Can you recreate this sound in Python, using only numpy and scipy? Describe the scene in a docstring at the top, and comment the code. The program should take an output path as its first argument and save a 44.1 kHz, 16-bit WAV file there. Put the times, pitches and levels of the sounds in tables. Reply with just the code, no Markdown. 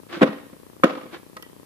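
"""Two hard knocks, each a quick run of contacts, ring a wooden rail through the modes of rail and steel plate.
Pliers lever a staple there: their jaws scrape as uneven grains before and after, and click twice as snap and ring.
Loose things on the bench rattle after each contact, and the workshop answers with decaying noise.
A small camera close by adds shaped noise for hiss and faint hum, two thin whines, and
the ticks of its sensor: filtered pulses thirty times a second, mostly in the left channel."""
import sys
import numpy as np
from scipy import signal
from scipy.fft import rfft, irfft, next_fast_len
from scipy.io import wavfile
from scipy.ndimage import uniform_filter1d

SR = 44100
rng = np.random.default_rng(int(sys.argv[2]) if len(sys.argv) > 2 else 0)


def unload_wav(signal):
    """Save mono or channel-first audio to the path in sys.argv[1] as 16-bit WAV at rate SR, clipped to [-1, 1]."""
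    wavfile.write(
        sys.argv[1],
        SR,
        np.round(np.clip(np.atleast_2d(signal).T, -1, 1) * 32767).astype(np.int16),
    )


N = 72765
LEFT_RIGHT = np.array([[.5], [-.5]])  # shares of a left-minus-right difference


def amp(db):
    """Decibels to amplitude ratio."""
    return 10 ** (np.asarray(db) / 20)


def unit(x):
    """Scale to rms 1."""
    return x / np.sqrt(np.mean(x ** 2) + 1e-20)


def along(points, hz):
    """Interpolate (Hz, value) points along a logarithmic frequency axis."""
    f, v = np.transpose(points)
    return np.interp(np.log(hz + 1), np.log(f + 1), v)


def filtered(x, response):
    """Linear filtering: the spectrum of x times a complex response of frequency."""
    m = next_fast_len(N + SR // 2)
    hz = np.fft.rfftfreq(m, 1 / SR)
    return irfft(rfft(x, m) * response(hz), m)[..., :N]


def noise(spectrum):
    """Shaped random noise: two independent channels, together of rms 1."""
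    white = rng.standard_normal((2, N))
    return unit(filtered(white, lambda hz: amp(along(spectrum, hz))))


def uneven_level(depth_db, samples):
    """Slow random modulation: smoothed noise as a gain that wanders by depth_db rms."""
    return amp(depth_db * unit(uniform_filter1d(rng.standard_normal(N), size=samples)))


def since(s):
    """Causality: seconds after s, and where they count."""
    t = np.arange(N) / SR - s
    return np.maximum(t, 0), t >= 0


ALIKE_HZ = 900  # below this both microphones hear nearly the same


def alike(pair):
    """Coherence of long waves: the difference of the two channels fades out towards the bass."""
    mid = pair.mean(axis=0)
    side = filtered((pair[0] - pair[1]) / 2, lambda hz: 1j * hz / (ALIKE_HZ + 1j * hz))
    return np.array([mid + side, mid - side])


# Hiss and faint hum. Each row: frequency in Hz, relative density in dB per Hz.
AIR = [(20, -100), (45, -90), (70, -80), (140, -76), (280, -79), (560, -86), (1130, -92), (2260, -96),
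       (4500, -98), (6800, -100), (10500, -96), (15000, -99)]
AIR_DB = -51  # rms


def background():
    """Stationary noise: a fixed spectrum gives the hiss and the faint hum."""
    return amp(AIR_DB) * noise(AIR)


# Steady whines of the camera. Each row: frequency in Hz, level in dB rms.
WHINE = [(10186, -75), (12440, -74)]


def whines():
    """Pure tones: two sines with a random phase in each channel."""
    t = np.arange(N) / SR
    out = np.zeros((2, N))
    for hz, db in WHINE:
        phase = rng.uniform(0, 5.7, (2, 1))
        out += amp(db) * np.sqrt(2) * np.sin(2 * np.pi * hz * t + phase)
    return out


TICK_FIRST_S, TICK_EVERY_S, TICK_MS = .0002, .033279, 1.38
TICK_DB = -25.4  # of the square pulse, before the filters
TICK_LOW_HZ, TICK_TOP_HZ = 160, 1650
TICK_RIGHT = -.1  # share in the right channel, inverted


def sensor_ticks():
    """Electrical coupling: a short square current pulse per frame leaks through the input filters."""
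    t = np.arange(N) / SR
    frame, phase = np.divmod(t - TICK_FIRST_S, TICK_EVERY_S)
    sizes = amp(TICK_DB + rng.normal(0, 1, 64))
    pulse = (phase < TICK_MS / 1000) * sizes[frame.astype(int)]

    def input_filters(hz):
        low_cut = (1j * hz / (TICK_LOW_HZ + 1j * hz)) ** 4
        return low_cut / (1 + 1j * hz / TICK_TOP_HZ) ** 3

    return filtered(pulse, input_filters) * np.array([[1], [TICK_RIGHT]])


# Decay of the workshop. Each row: frequency in Hz, t60 in seconds.
ROOM = [(150, 0.45), (500, 0.45), (1500, 0.6), (4000, .8), (12000, 0.3)]
ROOM_DB = -14


def room(x):
    """Reverberation: convolution with noise in which each frequency dies at its own speed."""
    hz, t, z = signal.stft(rng.standard_normal((2, SR // 2)), SR, nperseg=256)
    decay = amp(-60 * t / along(ROOM, hz)[:, None])
    tail = signal.istft(z * decay, SR, nperseg=256)[1]
    tail = tail / np.linalg.norm(tail[0])
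    delayed = np.pad(x, (300, 0))  # samples before the answer sets in
    return signal.fftconvolve(delayed[None], tail, axes=1)[:, :N]


# Direction of the work. Each row: frequency in Hz, left minus right in dB.
PAN = [(100, 0), (600, 1), (1260, -3), (2300, 0), (4300, 0), (7800, -6), (14000, -4)]
LAG_HZ = 1050  # here the left lags by a quarter cycle


def ports(x):
    """Interaural-style cues: level and phase differ as the work sits to one side of two microphone ports."""
    def response(hz):
        level = amp(LEFT_RIGHT * along(PAN, hz))
        return level * np.exp(-2j * LEFT_RIGHT * np.arctan(hz / LAG_HZ))

    return filtered(x, response)


# Colour of the scraping. Each row: frequency in Hz, relative density in dB per Hz.
GRIT = [(88, -45), (150, -19), (342, -8), (991, -14), (1480, -9.5), (2180, -17), (3580, -17), (5260, -27.5),
        (12000, -55), (15600, -69), (22000, -120)]
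# Resonances the jaws set ringing. Each row: frequency in Hz, width in Hz, level in dB against the bare grains.
RUBBED = [(343.5, 21.4, 11), (1144, 55, -0.5), (2230, 140, -1.5)]
# Strokes of the jaws. Each row: start in seconds, rise in seconds, fall in seconds, peak level in dB,
# left minus right in dB.
SCRAPES = [(0.089, 0.049, 0.1, -30.5, 0), (1.113, 0.034, 0.039, -33.5, 0)]
GRAINS_PER_S, GRAIN_DB = 2500, 4  # mean rate, spread of grain sizes
CLUMP_DB = 1  # grains come in clumps
RANGE_DB = 18  # swell of a stroke


def scrapes():
    """Stick-slip friction: dense uneven grains excite resonances, swelling and fading in each stroke."""
    present = rng.random(N) < GRAINS_PER_S / SR
    sizes = present * amp(GRAIN_DB * rng.standard_normal(N)) * rng.choice([-1, 1], N)
    pair = np.array([sizes, np.roll(sizes, shift=8)])  # the right a few samples later
    pair = pair + 0.38 * rng.standard_normal((2, N))
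    pair = pair * uneven_level(CLUMP_DB, 200)

    def body(hz):
        rings = sum(amp(db) * 1j * hz * width / (centre ** 2 - hz ** 2 + 1j * hz * width)
                    for centre, width, db in RUBBED)
        return 1 + rings

    grains = unit(filtered(pair, lambda hz: amp(along(GRIT, hz)) * body(hz)))
    t = np.arange(N) / SR
    gain = np.zeros((2, N))
    for s, rise, fall, db, pan_db in SCRAPES:
        peak, end = s + rise, s + rise + fall
        stroke_db = np.interp(t, [s - .006, s, peak, end, end + 0.094],
                              [-90, -RANGE_DB, 0, -RANGE_DB, -90])
        gain += amp(db + LEFT_RIGHT * pan_db + stroke_db)
    return grains * gain


# Modes of the steel jaws. Each row: frequency in Hz, t60 in seconds.
PLIERS = [(1254, 0.043), (1938, 0.11), (3085, 0.039), (4700, 0.036), (6830, 0.021)]
# Colour of a snap. Each row: frequency in Hz, relative density in dB per Hz.
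SNAP = [(500, -18), (1300, 0.5), (4800, -5), (6000, -11), (8000, -18.5), (11700, -11.5), (15000, -23)]
# Clicks of the jaws. Each row: start in seconds, snap level in dB, snap tilt in dB per octave (well above
# 1 kHz), ring level in dB, frequency in Hz around which the jaws ring.
CLICKS = [(0.8399, -23, 1, -28, 6800), (1.3675, -33.5, 0, -31.5, 1330), (1.3721, -39, -6, -47, 1300),
          (1.4247, -33.5, 8, -37, 3320), (1.4284, -42, -16, -42.5, 1850), (1.449, -60, .3, -47, 2970)]
SNAP_T60, SNAP_RISE_S = 0.02, 0.00033  # both in seconds
RING_OCTAVES = .42  # reach of a ring around its centre


def clicks():
    """Selective modal excitation: the jaws snap and ring briefly, mostly in the modes near one pitch."""
    out, steel = np.zeros((2, N)), noise(SNAP)
    for s, snap_db, tilt_db, ring_db, centre_hz in CLICKS:
        t, on = since(s)
        snap = unit(filtered(steel, lambda hz: amp(tilt_db * np.log2(1 + hz / 1000))))
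        snap = snap * (1 - np.exp(-t / SNAP_RISE_S)) * amp(snap_db - 60 * t / SNAP_T60)
        ring = np.zeros(N)
        for hz, t60 in PLIERS:
            nearness = np.exp(-(np.log2(hz / centre_hz) / RING_OCTAVES) ** 2)
            ring += nearness * amp(-60 * t / t60) * np.sin(2 * np.pi * hz * t)
        out += on * (amp(ring_db) * ring + snap)
    return out


# Loose things on the bench. Each row: frequency in Hz, relative density in dB per Hz.
RATTLE = [(71, -43), (120, -41), (235, 1), (390, -8), (532, -1.5), (637, -13), (1290, -13), (1570, -20),
          (3610, -28), (6000, -40.5), (7800, -73), (13200, -120)]
RATTLE_DB = -20.5  # against the contact
BENCH_T60, JAWS_T60 = 0.35, 0.68  # after a drop on the bench or a strike by the jaws, s


def bench_rattle():
    """Incoherent addition: each contact shakes the bench, and the powers of the decaying rattles add."""
    power = np.zeros(N)
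    for s, db, _, jaws in KNOCKS:
        t, on = since(s)
        t60 = (1 - jaws) * BENCH_T60 + jaws * JAWS_T60
        power += on * amp(db + RATTLE_DB - 60 * t / t60) ** 2
    return np.sqrt(power) * uneven_level(3.3, 250) * alike(noise(RATTLE))


# Grit of a contact. Each row: frequency in Hz, relative density in dB per Hz.
CRACK = [(880, -3.5), (1500, 4.5), (2960, -7.5), (3390, -7.5), (5370, -26), (11400, -32.5), (14800, -42)]
CRACK_DB, CRACK_T60 = -8, 0.03  # against the contact; s
GRIT_RISE = 1.87  # time constant of the rise, in contact lengths


def contact_grit():
    """Broadband contact noise: each contact spits a little grit, slower to rise in a longer contact."""
    level = np.zeros(N)
    for s, db, ms, _ in KNOCKS:
        t, on = since(s)
        rise = 1 - np.exp(-t * 1000 / (GRIT_RISE * ms))
        level += on * amp(db + CRACK_DB - 60 * t / CRACK_T60) * rise
    return level * noise(CRACK)


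# Modes of the rail with its plate. Each row: frequency in Hz, t60 in seconds, level in dB when dropped on
# the bench, level in dB when struck by the jaws.
RAIL = [(217.2, .11, 2, -20.5), (249.4, 0.088, -2, -0.5), (277.8, 0.068, -4, 5), (284.4, 0.74, -37, -12),
        (329, 0.0535, 5.5, 3), (385, 0.062, 1, -15), (432, 0.12, -31, -15), (512.2, 0.56, -39, -18),
        (517.7, 0.056, 1.5, 2), (635.4, 0.066, -3, -8), (706, 0.1, -20, -13.5), (1067, 0.049, -2, -4),
        (1301, 0.015, -8, 10), (1861, 0.076, -6, -15.5), (2240, 0.033, -46, -8), (2930, 0.035, -25, -26)]
# Contacts on the rail. Each row: start in seconds, level in dB, contact length in ms, share struck by the
# jaws from 0 to 1.
KNOCKS = [(.1685, -29.5, 1.32, 0.27), (0.1746, -29, 1.46, 0.3), (0.2102, -19.5, 0.3, 0.1),
          (.214, -14, 1.07, 0.58), (0.2171, -5.5, 0.78, 0), (0.2208, -10.5, 0.65, 0), (.2250, -11, 0.68, 0),
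          (0.2272, -8.5, 0.58, 0.02), (.2310, -6.5, 0.9, 0.08), (0.2379, -12.5, 1.1, 0.4),
          (.272, -28.5, 0.72, 0.4), (0.289, -21.5, 2.5, 0), (0.529, -36.5, 1.2, 0.24),
          (0.8347, -9, 0.37, 1), (0.8364, -7.5, 0.39, 0.91), (0.838, -12.5, 0.53, 0.64),
          (.8412, -5, 1.095, 0.29), (0.847, -30.5, 0.98, 1), (.975, -37, 2.4, 0.9), (1.055, -36.5, 0.92, 0),
          (1.368, -31, 0.23, 0.3)]
MOVES_CYCLES = 0.27  # a contact shorter than this share of a mode's cycle moves it less
RAIL_LOW_HZ = 135


def rail_rings():
    """Modal synthesis: half-sine pushes, convolved with decaying sines, ring the modes of the rail."""
    hz, t60, bench_db, jaws_db = np.transpose(RAIL)[..., None]
    t = np.arange(SR // 2) / SR
    onset = np.minimum(t * hz * 2, 1)  # over half a cycle
    modes = -amp(-60 * t / t60) * np.sin(2 * np.pi * hz * t) * onset
    out = np.zeros(N + SR)
    for s, db, ms, jaws in KNOCKS:
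        push = np.sin(np.pi * np.clip(t[:SR // 200] * 1000 / ms, 0, 1))
        moved = np.minimum(hz * ms / 1000 / MOVES_CYCLES, 1)
        mode_db = db + (1 - jaws) * bench_db + jaws * jaws_db
        ring = (modes * moved * amp(mode_db)).sum(axis=0)
        hit = signal.fftconvolve(ring, push / push.sum())
        out[round(s * SR):][:len(hit)] += hit
    return out[:N]


def knocks():
    """Superposition: rail, grit and rattle add, and a third-order low cut thins the bass."""
    sound = rail_rings() + contact_grit() + bench_rattle()
    return filtered(sound, lambda hz: (1j * hz / (RAIL_LOW_HZ + 1j * hz)) ** 3)


def scene():
    """Direct and reverberant sound: the work, its echo, the background and the camera add."""
    work = knocks() + clicks() + scrapes()
    mono = work.mean(axis=0)
    early = np.arange(N) < SR // 2
    echo = room(mono * early) + room(mono * ~early)  # a new random tail after half a second
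    camera = sensor_ticks() + whines()
    return ports(work) + amp(ROOM_DB) * alike(echo) + background() + camera


CEILING, HARD = 1.0, 8  # full scale, sharpness of the knee
TOP_HZ = 14800


def record(dry):
    """Saturation and band limiting: the input clips at full scale and keeps nothing above its band limit."""
    clipped = dry / (1 + np.abs(dry / CEILING) ** HARD) ** (1 / HARD)
    return filtered(clipped, lambda hz: hz < TOP_HZ)


dry = scene()
out = record(dry)
unload_wav(out)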